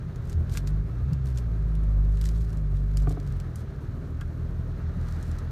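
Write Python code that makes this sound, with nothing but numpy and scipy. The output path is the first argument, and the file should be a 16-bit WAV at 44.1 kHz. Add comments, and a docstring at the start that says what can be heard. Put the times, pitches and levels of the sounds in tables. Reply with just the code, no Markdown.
"""A low rumble of tyres on grass and the ventilation's roar come first, inside a creeping six-cylinder car.
The engine, a sum of tones tied to its firing, lifts from idle, booms under load, sags and settles to idle.
The body thumps on bumps, as short swells of low tone; the drive whirrs, as noise with whining partials.
Hands and sleeves rustle and click at the controls, as shaped noise bursts; a plastic catch snaps.
The gear lever knocks once and rebounds, as decaying modes driven by contact pulses."""
import sys
import numpy as np
from scipy import signal
from scipy.fft import rfft, irfft
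from scipy.io import wavfile

SR = 44100
rng = np.random.default_rng(int(sys.argv[2]) if len(sys.argv) > 2 else 0)


def log_audio(samples):
    """Write samples as a 16-bit WAV file to the path given in sys.argv[1]."""
    # one column per channel
    frames = np.atleast_2d(samples).T
    # limit to full scale, then quantise
    limited = np.clip(frames, -1, 1)
    pcm = np.round(limited * 32767).astype(np.int16)
    wavfile.write(sys.argv[1], SR, pcm)


N = 242991
T = np.arange(N) / SR  # time in seconds

# Bumps through the suspension.
# Each row: peak time in seconds, level in dB, frequency in Hz, half length in seconds.
BUMPS = [(.075, -27, 150, 0.007), (.2, -32.5, 78.6, 0.07), (0.379, -21, 77.6, 0.042),
         (0.519, -18.5, 91, 0.01), (1.041, -21, 74.6, 0.015), (1.124, -16.5, 144.5, 0.0097),
         (3.085, -23, 136, 0.013), (3.299, -18.5, 76.5, 0.0078), (3.9, -28, 105, 0.014),
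         (4.98, -28.5, 173.8, 0.01315)]


def amp(db):
    """Level and amplitude: 20 dB is a factor of ten."""
    return 10 ** (np.asarray(db) / 20)


def unit(x):
    """Normalization by the root mean square, to rms 1."""
    return x / np.sqrt(np.mean(x ** 2) + 1e-20)


def curves(rows):
    """Linear interpolation in time of each column after the first."""
    s, *columns = np.transpose(rows)
    return [np.interp(T, s, column) for column in columns]


def colour(x, points):
    """Zero-phase filtering: the spectrum is multiplied by a gain joined in dB over log frequency."""
    hz, db = np.transpose(points)
    f = np.fft.rfftfreq(len(x), 1 / SR)
    gain = amp(np.interp(np.log(f + 1), np.log(hz), db))
    return irfft(rfft(x) * gain, len(x))


def noise(points):
    """Broadband noise: white noise filtered to a given spectrum, at rms 1."""
    return unit(colour(rng.standard_normal(N), points))


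def drift(rate_hz):
    """Slow random fluctuation: white noise low-passed around rate_hz, at rms 1."""
    f = np.fft.rfftfreq(N, 1 / SR)
    return unit(irfft(rfft(rng.standard_normal(N)) / (1 + (f / rate_hz) ** 4), N))


def swell(s, half_s):
    """Gaussian envelope around time s, down to 1/e at half_s to either side."""
    return np.exp(-((T - s) / half_s) ** 2)


def add(mix, s, sound):
    """Superposition: adds a sound into the mix from time s."""
    part = mix[max(round(s * SR), 0):][:len(sound)]
    part += sound[:len(part)]


def ring(modes):
    """Free decay as a sum of damped modes; alternate signs set neighbours swinging against each other."""
    t = T[:SR // 4]
    out = np.zeros(len(t))
    for k, (hz, db, t60) in enumerate(modes):
        out += (-1) ** k * amp(db - 60 * t / t60) * np.sin(2 * np.pi * hz * t)
    return out


def cabin_echo(x, wet_db, t60):
    """Reverberation: dense, decaying reflections from glass and trim, by convolution."""
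    t = T[:SR // 6]
    taps = rng.standard_normal(len(t)) * amp(-60 * t / t60) * (t > .002)
    return x + amp(wet_db) * signal.fftconvolve(x, taps / np.linalg.norm(taps))[:N]


def tyre_rumble():
    """Structure-borne noise: tyres rumble through the floor, fading slowly and shaken up at each bump."""
    # Each row: frequency in Hz, relative level in dB.
    rumble_colour = [(15, -22), (25, -18), (36, 4), (60, 1), (75, 7), (90, 1.5), (145, 2), (175, -18.5),
                     (215, -14), (400, -45), (900, -96)]
    roll_db, fade_db_per_s = -36, 0.5
    shake_db, shake_s = -18, .1  # level against the bump, half length
    shake = sum(amp(db + shake_db) * swell(s, shake_s) for s, db, _, _ in BUMPS)
    rolling = amp(roll_db - fade_db_per_s * T)
    return np.hypot(rolling, shake) * noise(rumble_colour)


def blower():
    """Flow noise and tonal hum: the blower roars broadly, and its steady tones waver with the air flow."""
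    # Each row: frequency in Hz, relative level in dB.
    roar_colour = [(60, -18.5), (170, 6), (260, -1), (340, -2), (410, -5.5), (480, -7.5), (660, -10.5),
                   (820, -21.5), (1100, -17.5), (2000, -34), (5000, -45)]
    # Hum of the blower. Each row: frequency in Hz, mean peak level in dB.
    hum_tones = [(401, -55.5), (251.5, -56.5), (772, -75.5)]
    roar_db = -45.5
    out = amp(roar_db + 1.53 * drift(14)) * noise(roar_colour)
    for hz, db in hum_tones:
        phase = 2 * np.pi * hz * T + 1.2 * drift(6)
        out += amp(db + 2.5 * drift(4)) * np.cos(phase)
    return out


def whirr(turns, throb=0.059, trim_db=0.5, whine_rise=1.7):
    """Amplitude modulation: valve gear hisses in step with the firing, over the whine of belt-driven parts."""
    # Each row: frequency in Hz, relative level in dB.
    hiss_colour = [(300, -36.5), (800, -2), (1050, -5), (1270, 3), (1420, -0.5), (1620, -1), (2000, -8),
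                   (2500, -13), (3100, -17), (4100, -14), (4900, -21), (6400, -21), (8000, -32),
                   (15000, -44)]
    # Level of belt and valve gear. Each row: time in seconds, level in dB before the trim.
    whirr_levels = [(0, -57.5), (2.8, -60), (3.3, -57), (4.4, -59), (5.2, -53.5), (5.51, -55.5)]
    # Each row: multiple of the firing rate, level in dB against the whirr where that is loudest.
    whine_partials = [(24, -21), (36, -16.5), (40, -12.5), (44, -16.5), (46, -14), (48, -17.5)]
    level_db, = curves(whirr_levels)
    hiss = noise(hiss_colour) * (1 + throb * np.cos(2 * np.pi * turns))
    hiss = hiss * amp(.8 * drift(16))
    whine = np.zeros(N)
    for multiple, db in whine_partials:
        # each partial swells and wavers by itself
        phase = 2 * np.pi * multiple * turns + drift(9)
        whine += amp(db + 3 * drift(4)) * np.cos(phase)
    # the whine grows faster than the hiss as the level rises
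    whine_gain = amp(whine_rise * (level_db - level_db.max()))
    return amp(level_db + trim_db) * (hiss + whine * whine_gain)


def drone():
    """A linear frequency glide: a low tone swells, rises a little and fades as the engine recovers."""
    # Values: peak time in seconds, level in dB, frequency at the peak in Hz,
    # half length in seconds, glide in Hz per second.
    s, db, hz, half_s, glide = (4.04, -46.5, 268, .16, 35)
    t = T - s
    return amp(db) * swell(s, half_s) * np.cos(2 * np.pi * (hz + glide * t / 2) * t)


def rustle(rest_db=-76, crackle_db=-1, trim_db=0.5):
    """Stick-slip friction: cloth and skin slide in clumps of tiny slips; now and then a crease snaps."""
    # Strokes of sleeves and hands.
    # Each row: peak time in seconds, level in dB before the trim, half length in seconds.
    hand_strokes = [(0.29, -61, 0.05), (0.553, -47, 0.037), (0.584, -45, 0.0071), (0.683, -57.5, 0.019),
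                    (1.288, -59.5, .035), (1.382, -57, 0.028), (2.26, -55.5, 0.032), (2.337, -61.5, 0.2),
                    (2.783, -66.5, 0.062), (2.99, -62.5, 0.078), (3.109, -55.5, 0.031), (3.31, -67, .11),
                    (3.592, -60.5, 0.031), (5.1, -60.5, 0.091), (5.27, -62, 0.097)]
    # Each row: frequency in Hz, relative level in dB.
    friction_colour = [(500, -33), (1500, 6), (2800, 1), (4000, 5.5), (7000, 1.5), (9000, 0.5),
                       (11000, -5.5), (13000, -3), (15500, -10.5)]
    power = amp(rest_db) ** 2
    for s, db, half_s in hand_strokes:
        power = power + (amp(db + trim_db) * swell(s, half_s)) ** 2
    slips = rng.standard_normal(N) * amp(2.5 * drift(900) + 2.2 * drift(60))
    # about 60 creases per second, each a burst of noise decaying in 1.8 ms
    creases = rng.uniform(.3, 1, N) * (rng.random(N) < 60 / SR)
    creases = signal.oaconvolve(creases, np.exp(-T[:512] / .0018))[:N]
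    creases = creases * rng.standard_normal(N)
    friction = unit(slips) + amp(crackle_db) * unit(creases)
    return np.sqrt(power) * unit(colour(friction, friction_colour))


def clicks(fall_s=0.0014, focus_db=7.5, trim_db=-4.5):
    """Impact noise: each tap is a short burst, favoured around the pitch of the part that is tapped."""
    # Taps at the controls.
    # Each row: time in seconds, level in dB before the trim, pitch of the tapped part in Hz.
    control_taps = [(0.159, -45, 4060), (0.297, -40, 6750), (0.3282, -39.5, 4270), (0.4957, -42, 4000),
                    (0.54, -38, 7180), (0.5727, -23.5, 3830), (0.6735, -33, 3970), (1.1324, -39, 4250),
                    (1.3743, -34.5, 4946), (1.3844, -39.5, 3630), (1.7526, -45, 3457), (1.8353, -49, 3030),
                    (2.172, -44, 3660), (2.2132, -33, 3796), (2.2397, -38, 4146), (2.2533, -37, 5280),
                    (2.2886, -34.5, 3600), (2.5298, -45, 3278), (2.5715, -46, 4430), (2.9711, -29.5, 5325),
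                    (3.0219, -44, 5300), (3.0939, -39.5, 7200), (3.2001, -43, 3877), (3.274, -45.5, 4420),
                    (3.4006, -39, 3100), (3.5576, -37, 9660), (4.2106, -40, 3360), (5.227, -40.5, 5740),
                    (5.3153, -43, 5783), (5.3863, -40, 5267)]
    # Each row: frequency in Hz, relative level in dB.
    tap_colour = [(300, -30), (1000, -1), (2400, -2.5), (3700, -5.5), (5200, -3), (7200, -1), (9500, -6),
                  (13000, -8), (16000, -16)]
    out = np.zeros(N)
    t = T[:2048] - .002
    tap = np.exp(-abs(t) / fall_s) * (1 - np.exp(-np.maximum(t, 0) / .0003))
    # the dashboard scatters a short tail after the tap
    scatter = amp(-12 - 60 * t / .07) * (t > 0)
    for s, db, hz in control_taps:
        burst = rng.standard_normal(len(t)) * (tap + scatter)
        burst = colour(burst, tap_colour)
        burst = colour(burst, [(hz / 2, -focus_db), (hz, 0), (hz * 2, -focus_db)])
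        # equal energy for every burst before its level
        burst = burst * np.sqrt(SR * fall_s) / np.linalg.norm(burst)
        add(out, s + t[0], amp(db + trim_db) * burst)
    return out


def snaps(trim_db=-10):
    """Modal decay: a plastic catch rings briefly and the cabin reflects it."""
    # Each row: time in seconds, level in dB before the trim.
    catch_snaps = [(0.55, -35.5), (0.572, -38.5), (4.213, -34)]
    # Each row: mode frequency in Hz, relative level in dB, 60 dB decay time in seconds.
    catch_modes = [(1150, 2, 0.023), (1397, 1, 0.034), (1623, -1, 0.066), (1806, -1.5, 0.034),
                   (2150, -5, .015), (2590, -7, 0.028), (3250, 4, 0.0063)]
    out = np.zeros(N)
    for s, db in catch_snaps:
        add(out, s, amp(db + trim_db) * ring(catch_modes))
    return cabin_echo(out, wet_db=-2.0, t60=0.033)


def knocks():
    """Contact time as a low-pass: the lever hits its stop and rebounds; long contacts ring only low modes."""
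    # Blows of the gear lever.
    # Each row: time in seconds, level in dB, contact time in milliseconds.
    lever_blows = [(3.0708, -27.5, .38), (3.093, -43, 2.0), (3.1045, -30.5, .85), (3.127, -39, 1.2),
                   (3.1708, -32, .8)]
    # Modes of lever and console.
    # Each row: frequency in Hz, relative level in dB, 60 dB decay time in seconds.
    lever_modes = [(271, 1, 0.078), (297, 0, 0.082), (367, -1, 0.044), (450, -1.5, 0.036), (680, -5, 0.052),
                   (739, -4, 0.049), (1180, -3, 0.025), (1260, -5, 0.026), (1480, -10.5, 0.037),
                   (1760, -19, .035), (1840, -20, .03), (2380, -15.5, 0.027), (3230, -18, 0.022)]
    out = np.zeros(N)
    ms = 1000 * T[:256]
    for s, db, contact_ms in lever_blows:
        push = np.sin(np.pi * np.minimum(ms / contact_ms, 1)) ** 2
        add(out, s, amp(db) * np.convolve(ring(lever_modes), push / push.sum()))
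    return cabin_echo(out, wet_db=-12, t60=.1)


def thumps():
    """Cavity resonance: bumps swell and die in the cabin's low air modes."""
    out = np.zeros(N)
    for s, db, hz, half_s in BUMPS:
        out += amp(db) * swell(s, half_s) * np.cos(2 * np.pi * hz * (T - s))
    return out


def engine(turns, firing_hz, boom_db, waver_db=1.0, lope_db=-2.0):
    """Harmonic series: exhaust boom and overtones follow the load, with a lope from unequal cylinders."""
    # Each row: multiple of the firing rate, level in dB at medium load before the cabin,
    # share of the boom's swing in dB that the overtone follows.
    boom_overtones = [(2, -32, 0.24), (3, -36.5, 0.22), (4, -40, 0.18), (5, -41, 0.12)]
    # Lines between the firing multiples, from unequal cylinders.
    # Each row: multiple of the firing rate, level in dB before lope_db, fade and cabin.
    lope_lines = [(9 / 6, -41), (11 / 6, -39), (13 / 6, -41.5), (15 / 6, -43), (21 / 6, -48)]
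    # The cabin favours some tones and shuts out higher ones. Each row: frequency in Hz, gain in dB.
    cabin_response = [(68, -2.5), (82, -0.5), (100, -5), (128, 0.5), (150, 1), (165, -2), (190, -15.5),
                      (260, -27)]
    medium_boom_db, idle_hz = -30.5, 40
    sag_db_per_hz, lope_fade_db_per_hz = 1, .9

    def cabin_db(multiple):
        """Room resonance: the cabin's gain at a multiple of the firing rate."""
        return np.interp(multiple * firing_hz, *np.transpose(cabin_response))

    load_db = boom_db - medium_boom_db
    # overtones and lope weaken as the engine sags below idle
    sag_db = sag_db_per_hz * np.minimum(firing_hz - idle_hz, 0)
    # the lope smooths out as the engine speeds up from idle
    uneven_db = lope_db - lope_fade_db_per_hz * np.maximum(firing_hz - idle_hz, 0)
    out = amp(boom_db + 0.58 * drift(14)) * np.cos(2 * np.pi * turns)
    for k, db, share in boom_overtones:
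        level_db = db + share * load_db + sag_db + cabin_db(k) + waver_db * drift(7.7)
        out += amp(level_db) * np.cos(2 * np.pi * (round(k) * turns + rng.random()))
    for multiple, db in lope_lines:
        level_db = db + uneven_db + sag_db + cabin_db(multiple) + 3.0 * drift(3.1)
        out += amp(level_db) * np.cos(2 * np.pi * (multiple * turns + rng.random()))
    return np.sqrt(2) * out  # from rms to peak


def scene():
    """Superposition of all sources, with engine and whirr locked to one firing phase."""
    # Engine speed and load.
    # Each row: time in seconds, firing rate in Hz, exhaust boom at the firing rate in dB (rms).
    engine_course = [(0.0, 39.78, -55), (0.31, 39.96, -35.5), (0.49, 42.69, -36), (0.74, 50.13, -23.5),
                     (0.89, 54.2, -33), (1.07, 64.27, -32.5), (1.17, 67.67, -29.5), (1.3, 64.5, -28.5),
                     (1.47, 56.1, -27.5), (1.6, 52.7, -26.5), (1.9, 51.15, -22), (1.99, 48.97, -19.5),
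                     (2.42, 54.64, -25), (2.53, 53.28, -30.5), (2.73, 47.22, -24), (2.93, 50.04, -25.5),
                     (3.02, 49.76, -18.5), (3.19, 48.92, -35), (3.3, 45.91, -29), (3.57, 39.12, -46),
                     (3.7, 35.02, -50), (3.97, 39.01, -44.5), (4.54, 40.67, -36.5), (5.51, 40.88, -36)]
    firing_hz, boom_db = curves(engine_course)
    turns = np.cumsum(firing_hz) / SR  # firing cycles so far
    background = tyre_rumble() + blower() + whirr(turns) + drone()
    handling = rustle() + clicks() + snaps() + knocks()
    return (background + handling + thumps() + engine(turns, firing_hz, boom_db))[None]


def record(dry):
    """Band limitation: a linear-phase low-pass filter removes the highest treble."""
    edge_hz = 15400
    lowpass = signal.firwin(511, edge_hz, window=("kaiser", 9), fs=SR)
    return signal.oaconvolve(dry, lowpass[None], "same")


dry = scene()
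out = record(dry)
log_audio(out)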